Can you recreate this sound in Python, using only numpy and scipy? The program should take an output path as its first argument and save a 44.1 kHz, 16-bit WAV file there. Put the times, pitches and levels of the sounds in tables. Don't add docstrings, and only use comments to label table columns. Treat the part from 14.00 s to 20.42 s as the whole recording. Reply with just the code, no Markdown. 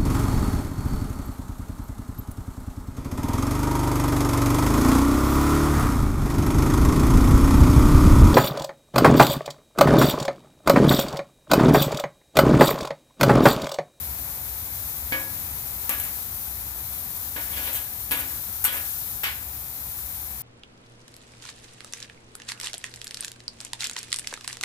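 import sys
import numpy as np
from scipy import signal
from scipy.fft import rfft, irfft, next_fast_len
from scipy.io import wavfile

SR = 44100
rng = np.random.default_rng(int(sys.argv[2]) if len(sys.argv) > 2 else 0)


def log_audio(samples):
    frames = np.atleast_2d(samples).T
    limited = np.clip(frames, -1, 1)
    pcm = np.round(limited * 32767).astype(np.int16)
    wavfile.write(sys.argv[1], SR, pcm)


N = 283122

# f/Hz, relative density/dB
HUM_SPECTRUM = [(15, -66), (25, -45), (40, -15.5), (64, 1), (129, -10), (221, -17), (257, -17.5),
                (337, -21.5), (386, -22.5), (674, -20.5), (743, -16.5), (991, -17), (1230, -25.5),
                (2500, -22), (3250, -41), (5500, -120)]
# t/s, level/dB
HUM_ENVELOPE = [(0, -40), (.7, -42), (1.5, -40.5), (2.4, -42.5), (3.5, -42.5), (4.9, -44), (6.42, -43.5)]
# f/Hz, relative density/dB
SIZZLE_SPECTRUM = [(710, -52), (1200, -8.5), (1690, -13), (1980, -18.5), (2320, -27), (2610, -15),
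                   (3870, -8.5), (4640, -11.5), (7260, -8.5), (8700, -9.5), (10900, -1.5), (13300, 4),
                   (15300, -0.5)]
# peak t/s, rise/dB
FRYING_FLARES = [(1.0, 0.4), (2.0, 1), (3.55, 3), (4.33, 3), (4.88, 4), (6.05, 1.5)]
RANGE_EDGES = [900, 2350, 6300]
# f/Hz, relative density/dB, T60/s
DIFFUSE_BANDS = [(216, -11, 0.6), (440, -1, 0.55), (724, 7, 0.55), (1054, -1, 0.38), (1810, 2, 0.43),
                 (2680, -1, 0.35), (3790, -6, 0.29), (5200, -10.5, 0.18), (7000, -10, 0.17),
                 (12100, -8, 0.21), (13900, -4, 0.09)]
# f/Hz, relative level/dB, T60/s
GRIDDLE_MODES = [(260, -4, .55), (282, -4, .4), (316, -3, .5), (490, -4, .35), (534, -3, .55),
                 (586, -4, .45), (950, -11, .3), (1174, -10, .3), (1478, -8, .4), (1679, -4, .55),
                 (1731, -6, .35), (1830, -10, .3), (1945, -6, .3), (2105, -8, .3), (2224, -5, .3),
                 (2350, -8, .3), (2430, -11, .3), (2560, -10, .25), (2620, -11, .25), (2697, -11, .22),
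                 (2762, -11, .22), (2842, -11, .22), (2955, -6, .22), (3060, -8, .2), (3130, -10, .2),
                 (3250, -11, .16), (3327, -10, .22), (3680, -12, .2), (3910, -11, .2), (4300, -14, .2),
                 (4600, -13, .18), (4960, -16, .18), (5610, -16, .15)]
# f/Hz, relative level/dB, T60/s
SPATULA_MODES = [(7690, -15, .12), (8355, -14, .14), (8480, -16, .14), (8920, -13, .13), (9290, -13, .1),
                 (9870, -15, .09), (10280, -10, .11), (10510, -12, .12), (10970, -9, .1), (11140, -8, .12),
                 (11430, -7, .1), (11540, -9, .1), (12040, -9, .09), (12410, -6, .1), (12650, -11, .08),
                 (12850, -11, .08), (13300, -6, .09), (13750, -8, .09), (14150, -9, .08), (14380, -6, .1),
                 (15250, -9, .07)]
# start t/s, hold/s, plate-range drive/dB, bite and blade re plate/dB
SPATULA_STROKES = [(1.916, 0.015, -46, 2, 10), (1.963, 0.071, -54, 8, 21.5), (3.438, 0.06, -43.5, -3, 4),
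                   (3.515, 0.054, -46, 5.5, -8), (3.618, 0.05, -41, 6.5, 7.5), (3.728, 0.024, -45.5, 4, 17),
                   (4.126, 0.07, -40, 2.5, 12), (4.21, 0.11, -48, -15, 1), (4.715, 0.034, -40, -6, 6)]
# t/s, plate-range drive/dB, boom, bite and blade re plate/dB, contact time/s,
# shift from clatter to ring for plate and blade/dB, favoured plate f/Hz, two favoured blade f/Hz
SPATULA_KNOCKS = [(1.123, -22, -8.5, -3.5, -22, 0.012, 5.5, 8, 1679, 10280, 12410),
                  (1.8933, -24.5, -11.5, -1.5, 2.5, 0.0009, 2, -3, 1174, 7700, 14300),
                  (1.984, -47, -8, -3, 13, .004, -6, 12, 2224, 14380, 12410),
                  (1.9993, -40, -16, 2, 8, 0.0004, 6, 8, 2224, 11140, 12410),
                  (2.038, -47, -8, -8, 14, 0.004, 0, 14, 950, 13330, 13330),
                  (2.0505, -45, -10, -9, 4, 0.0011, -16, 6, 950, 13330, 11140),
                  (3.362, -28.5, -7.5, -3, -13, 0.0022, 3, 0, 2760, 12410, 14200),
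                  (3.41, -43, -10, 1, -1, 0.0034, 11, 2, 1679, 13750, 14200),
                  (3.532, -43, -14, 4, 0, .002, 7, 0, 3320, 13750, 12050),
                  (3.574, -33.5, -8, -2, -6, 0.0027, 6, 0, 2380, 13750, 13280),
                  (3.595, -46, -7, 4, -2, 0.0027, 8, 0, 3060, 13750, 12050),
                  (3.675, -33, -15, -1, -5, 0.0014, 3, 0, 534, 12850, 14200),
                  (3.73, -43, -9, 0, 13, .002, 2, 1, 2430, 14200, 12650),
                  (3.753, -41, -12, 7, 8, .003, 10, 0, 3900, 10970, 12650),
                  (4.1103, -30, -12, 7.5, -0.5, 0.0025, 0.5, 4, 280, 10970, 14380),
                  (4.1169, -24, -14.5, -1.5, 2.5, 0.002, 6.5, 4, 1160, 12410, 14380),
                  (4.172, -44, -6, 2, 9, .004, 6, 12, 534, 13280, 11430),
                  (4.19, -44, -6, 2, 11, .003, 6, 10, 1945, 14380, 12050),
                  (4.205, -45, -3, 6, 5, 0.0035, 10.5, 4, 260, 14380, 13280),
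                  (4.6415, -27, -27, -6, 12.5, 0.005, -0.5, 4, 1478, 12600, 11800),
                  (4.649, -30, -19, 6.5, 11.5, 0.0055, -1, 6, 2840, 8340, 10400),
                  (4.665, -51, -24, 1, 0, .003, 3, 4, 3320, 11500, 8400),
                  (4.68, -35, -11, 7.5, -4, 0.0023, 7, 6, 3320, 8400, 10280),
                  (4.7252, -32, -15, -6, 2.5, 0.006, 2.5, 5, 950, 10510, 13280),
                  (4.768, -39, -18, 5, 6, .003, 6, 6, 2840, 10510, 14380),
                  (5.2341, -27, -25, 2, -2.5, 0.0051, -1, 2, 2360, 11430, 14380),
                  (5.239, -25, -22, 2.5, -7, 0.0044, 2.5, 4, 2955, 11300, 12600),
                  (5.266, -30.5, -15, 2.5, -2, .004, -1, 0, 2955, 11430, 14380)]
# f/Hz, for steady sound/1, for the struck steel/1
COHERENCE = [(61.4, 1, 0.63), (250, 0.89, 0.54), (500, 0.54, 1), (990, 0.014, 1), (2660, 0.53, 0.042),
             (5230, 0.04, 0.11), (12000, 0.019, 0.56)]
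# f/Hz, left minus right/dB
MIC_BALANCE = [(60, 1), (130, 1.5), (290, 1.5), (640, 0.5), (1410, 1), (3100, 0), (6820, 7), (15000, 9)]

SIZZLE_DB, COOLING_DB_PER_S = -30.5, 0.45
FLARE_RISE_S, FLARE_FALL_S = 0.15, 0.3
STROKE_ATTACK_S, STROKE_RELEASE_S, STROKE_BOOM_DB = 0.0017, 0.017, -9
RASP_DB, RASP_HZ = 5, 30
TICK_DB, TICK_DB_PER_CONTACT_S, TICK_DECAY_S, TICK_LOW_HZ = 18, -4000, 0.002, 11000
FAVOUR_DB, FAVOUR_OCTAVES = 8, 0.03
KNOCK_SCATTER_DB, STROKE_SCATTER_DB = 3, 4
RIGHT_LAG_S, SOFT_LIMIT, CUTOFF_HZ = 7 / SR, 0.85, 15550


def amp(db):
    return 10 ** (np.asarray(db) / 20)


def unit_rms(x):
    return x / np.sqrt(np.mean(x ** 2) + 1e-20)


def at_hz(table, hz, column=1):
    table = np.array(table)
    return np.interp(np.log(hz + 1), np.log(table[:, 0]), table[:, column])


def drift(corner_hz):
    steps_per_s = 60
    steps = rng.standard_normal(int(N / SR * steps_per_s) + 2)
    pole = np.exp(-2 * np.pi * corner_hz / steps_per_s)
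    slow = unit_rms(signal.lfilter([1], [1, -pole], steps))
    return np.interp(np.arange(N) / SR * steps_per_s, np.arange(len(slow)), slow)


def shot_noise(per_s, spread_db):
    sizes = amp(spread_db * np.minimum(rng.exponential(1, N), 4)) * rng.choice([-1, 1], N)
    return unit_rms(sizes * (rng.random(N) < per_s / SR))


def stereo_field(first, second, coherence_column, spectrum=None):
    size = next_fast_len(N)
    hz = np.arange(size // 2 + 1) * SR / size
    coherence = at_hz(COHERENCE, hz, coherence_column)
    left, independent = rfft(first, size), rfft(second, size)
    right = coherence * left + np.sqrt(1 - coherence ** 2) * independent
    colour = 1 if spectrum is None else amp(at_hz(spectrum, hz))
    return irfft(colour * np.array([left, right]), size)[:, :N]


def traffic_hum():
    noise = rng.standard_normal((2, N))
    level_db = np.interp(np.arange(N) / SR, *np.transpose(HUM_ENVELOPE)) + 0.27 * drift(5.2)
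    return amp(level_db) * unit_rms(stereo_field(*noise, coherence_column=1, spectrum=HUM_SPECTRUM))


def sizzle():
    t = np.arange(N) / SR
    level_db = SIZZLE_DB - COOLING_DB_PER_S * t
    for peak_s, rise_db in FRYING_FLARES:
        width_s = np.where(t < peak_s, FLARE_RISE_S, FLARE_FALL_S)
        level_db += rise_db * np.exp(-((t - peak_s) / width_s) ** 2)
    spits = amp(-23) * shot_noise(25, spread_db=5)
    level_db += 0.72 * drift(5.6)
    sides = []
    for _ in range(2):
        bubbles = shot_noise(9000, spread_db=2)
        steam = 1.43 * rng.standard_normal(N)
        sides.append(bubbles + steam + spits)
    return amp(level_db) * unit_rms(stereo_field(*sides, coherence_column=1, spectrum=SIZZLE_SPECTRUM))


def stroke_forces(chatter):
    t, forces = np.arange(N) / SR, np.zeros((4, N))
    rasp = chatter * amp(RASP_DB * drift(RASP_HZ))
    for start_s, hold_s, plate_db, bite_db, blade_db in SPATULA_STROKES:
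        lifted_s = np.maximum(t - start_s - STROKE_ATTACK_S - hold_s, 0)
        pressure = np.clip((t - start_s) / STROKE_ATTACK_S, 0, 1) * np.exp(-lifted_s / STROKE_RELEASE_S)
        strength = amp(plate_db + np.array([STROKE_BOOM_DB, 0, bite_db, blade_db]))
        forces += strength[:, None] * pressure * rasp
    return forces


def knock_forces(chatter):
    t, clatter, impulses = np.arange(SR // 10) / SR, np.zeros((4, N)), []
    for knock in SPATULA_KNOCKS:
        start_s, plate_db, boom_db, bite_db, blade_db, contact_s, plate_ring_db, blade_ring_db = knock[:8]
        start = round(start_s * SR)
        span = slice(start, start + len(t))
        strength = amp(plate_db + np.array([boom_db, 0, bite_db, blade_db]))
        touch = chatter[span] * np.exp(-t / contact_s)
        touch[0] = 1.1
        touch /= np.linalg.norm(touch)
        clarity = amp(np.array([plate_ring_db] * 3 + [blade_ring_db]) / 2)
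        clatter[:, span] += (strength / clarity)[:, None] * touch
        impulses.append(strength * clarity)
    return clatter, np.array(impulses)


def diffuse_ring(forces):
    out, white = np.zeros((2, N)), rng.standard_normal((2, 2, N))
    for k, (hz, level_db, t60) in enumerate(DIFFUSE_BANDS):
        bandpass = signal.butter(2, [hz / 1.216, hz * 1.416], "band", fs=SR, output="sos")
        force = forces[np.searchsorted(RANGE_EDGES, hz)]
        retention = amp(-60 / (t60 * SR)) ** 2
        energy = signal.lfilter([1], [1, -retention], force ** 2 + 1e-18)
        tail = np.sqrt(energy) * signal.sosfilt(bandpass, white[k % 2])
        front = amp(14) * signal.sosfilt(bandpass, force + 1e-18)
        out += amp(level_db) * (tail + front)
    return stereo_field(*out, coherence_column=2)


def resonator(force, hz, t60):
    radius, angle = amp(-60 / (t60 * SR)), 2 * np.pi * hz / SR
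    return signal.lfilter([0, np.sin(angle)], [1, -2 * radius * np.cos(angle), radius ** 2], force + 1e-18)


def modal_ring(impulses, friction, modes, favoured_hz, gain_db):
    out = np.zeros((2, N))
    onsets = [round(knock[0] * SR) for knock in SPATULA_KNOCKS]
    scatter_db = KNOCK_SCATTER_DB * rng.standard_normal((len(onsets), len(modes)))
    for k, (hz, mode_db, t60) in enumerate(modes):
        band = np.searchsorted(RANGE_EDGES, hz)
        nearness = np.exp(-(np.log2(hz / favoured_hz) / FAVOUR_OCTAVES) ** 2).max(axis=0)
        force = friction[band] * amp(STROKE_SCATTER_DB * drift(15))
        force[onsets] += impulses[:, band] * amp(FAVOUR_DB * nearness + scatter_db[:, k])
        tone = resonator(force * amp(mode_db + gain_db), hz, t60)
        out[0] += tone
        out[1] += np.roll(tone, rng.integers(0, 6)) * amp(1.6 * drift(3.5))
    return out


def contact_ticks():
    t, out = np.arange(SR // 50) / SR, np.zeros((2, N))
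    bursts = rng.standard_normal((len(SPATULA_KNOCKS), 2, len(t))) * np.exp(-t / TICK_DECAY_S)
    for (start_s, plate_db, _, _, blade_db, contact_s, *_), burst in zip(SPATULA_KNOCKS, bursts):
        start = round(start_s * SR)
        level_db = plate_db + blade_db + TICK_DB + TICK_DB_PER_CONTACT_S * contact_s
        out[:, start:start + len(t)] += amp(level_db) * burst
    highpass = signal.butter(2, TICK_LOW_HZ, "high", fs=SR, output="sos")
    return signal.sosfilt(highpass, out + 1e-18)


def spatula_on_griddle():
    chatter = shot_noise(2500, spread_db=4)
    clatter, impulses = knock_forces(chatter)
    friction = stroke_forces(chatter)
    diffuse = diffuse_ring(amp(3.5) * clatter + amp(-24) * friction)
    modal_drive = amp(9) * impulses, amp(-18) * friction
    favoured_hz = np.array(SPATULA_KNOCKS).T[-3:]
    plate = modal_ring(*modal_drive, GRIDDLE_MODES, favoured_hz[:1], gain_db=-18.5)
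    blade = modal_ring(*modal_drive, SPATULA_MODES, favoured_hz[1:], gain_db=-14.5)
    return diffuse + plate + blade


def scene():
    return spatula_on_griddle() + sizzle() + traffic_hum() + contact_ticks()


def record(dry):
    size = next_fast_len(N + 512)
    hz = np.arange(size // 2 + 1) * SR / size
    half_balance = amp(at_hz(MIC_BALANCE, hz) / 2)
    delay = np.exp(-2j * np.pi * hz * RIGHT_LAG_S)
    response = np.array([half_balance, delay / half_balance])
    at_mics = irfft(rfft(dry, size) * response, size)[:, :N]
    rounded = SOFT_LIMIT * np.tanh(at_mics / SOFT_LIMIT)
    lowpass = signal.ellip(12, 0.3, 70, CUTOFF_HZ, fs=SR, output="sos")
    return signal.sosfilt(lowpass, rounded)


dry = scene()
out = record(dry)
log_audio(out)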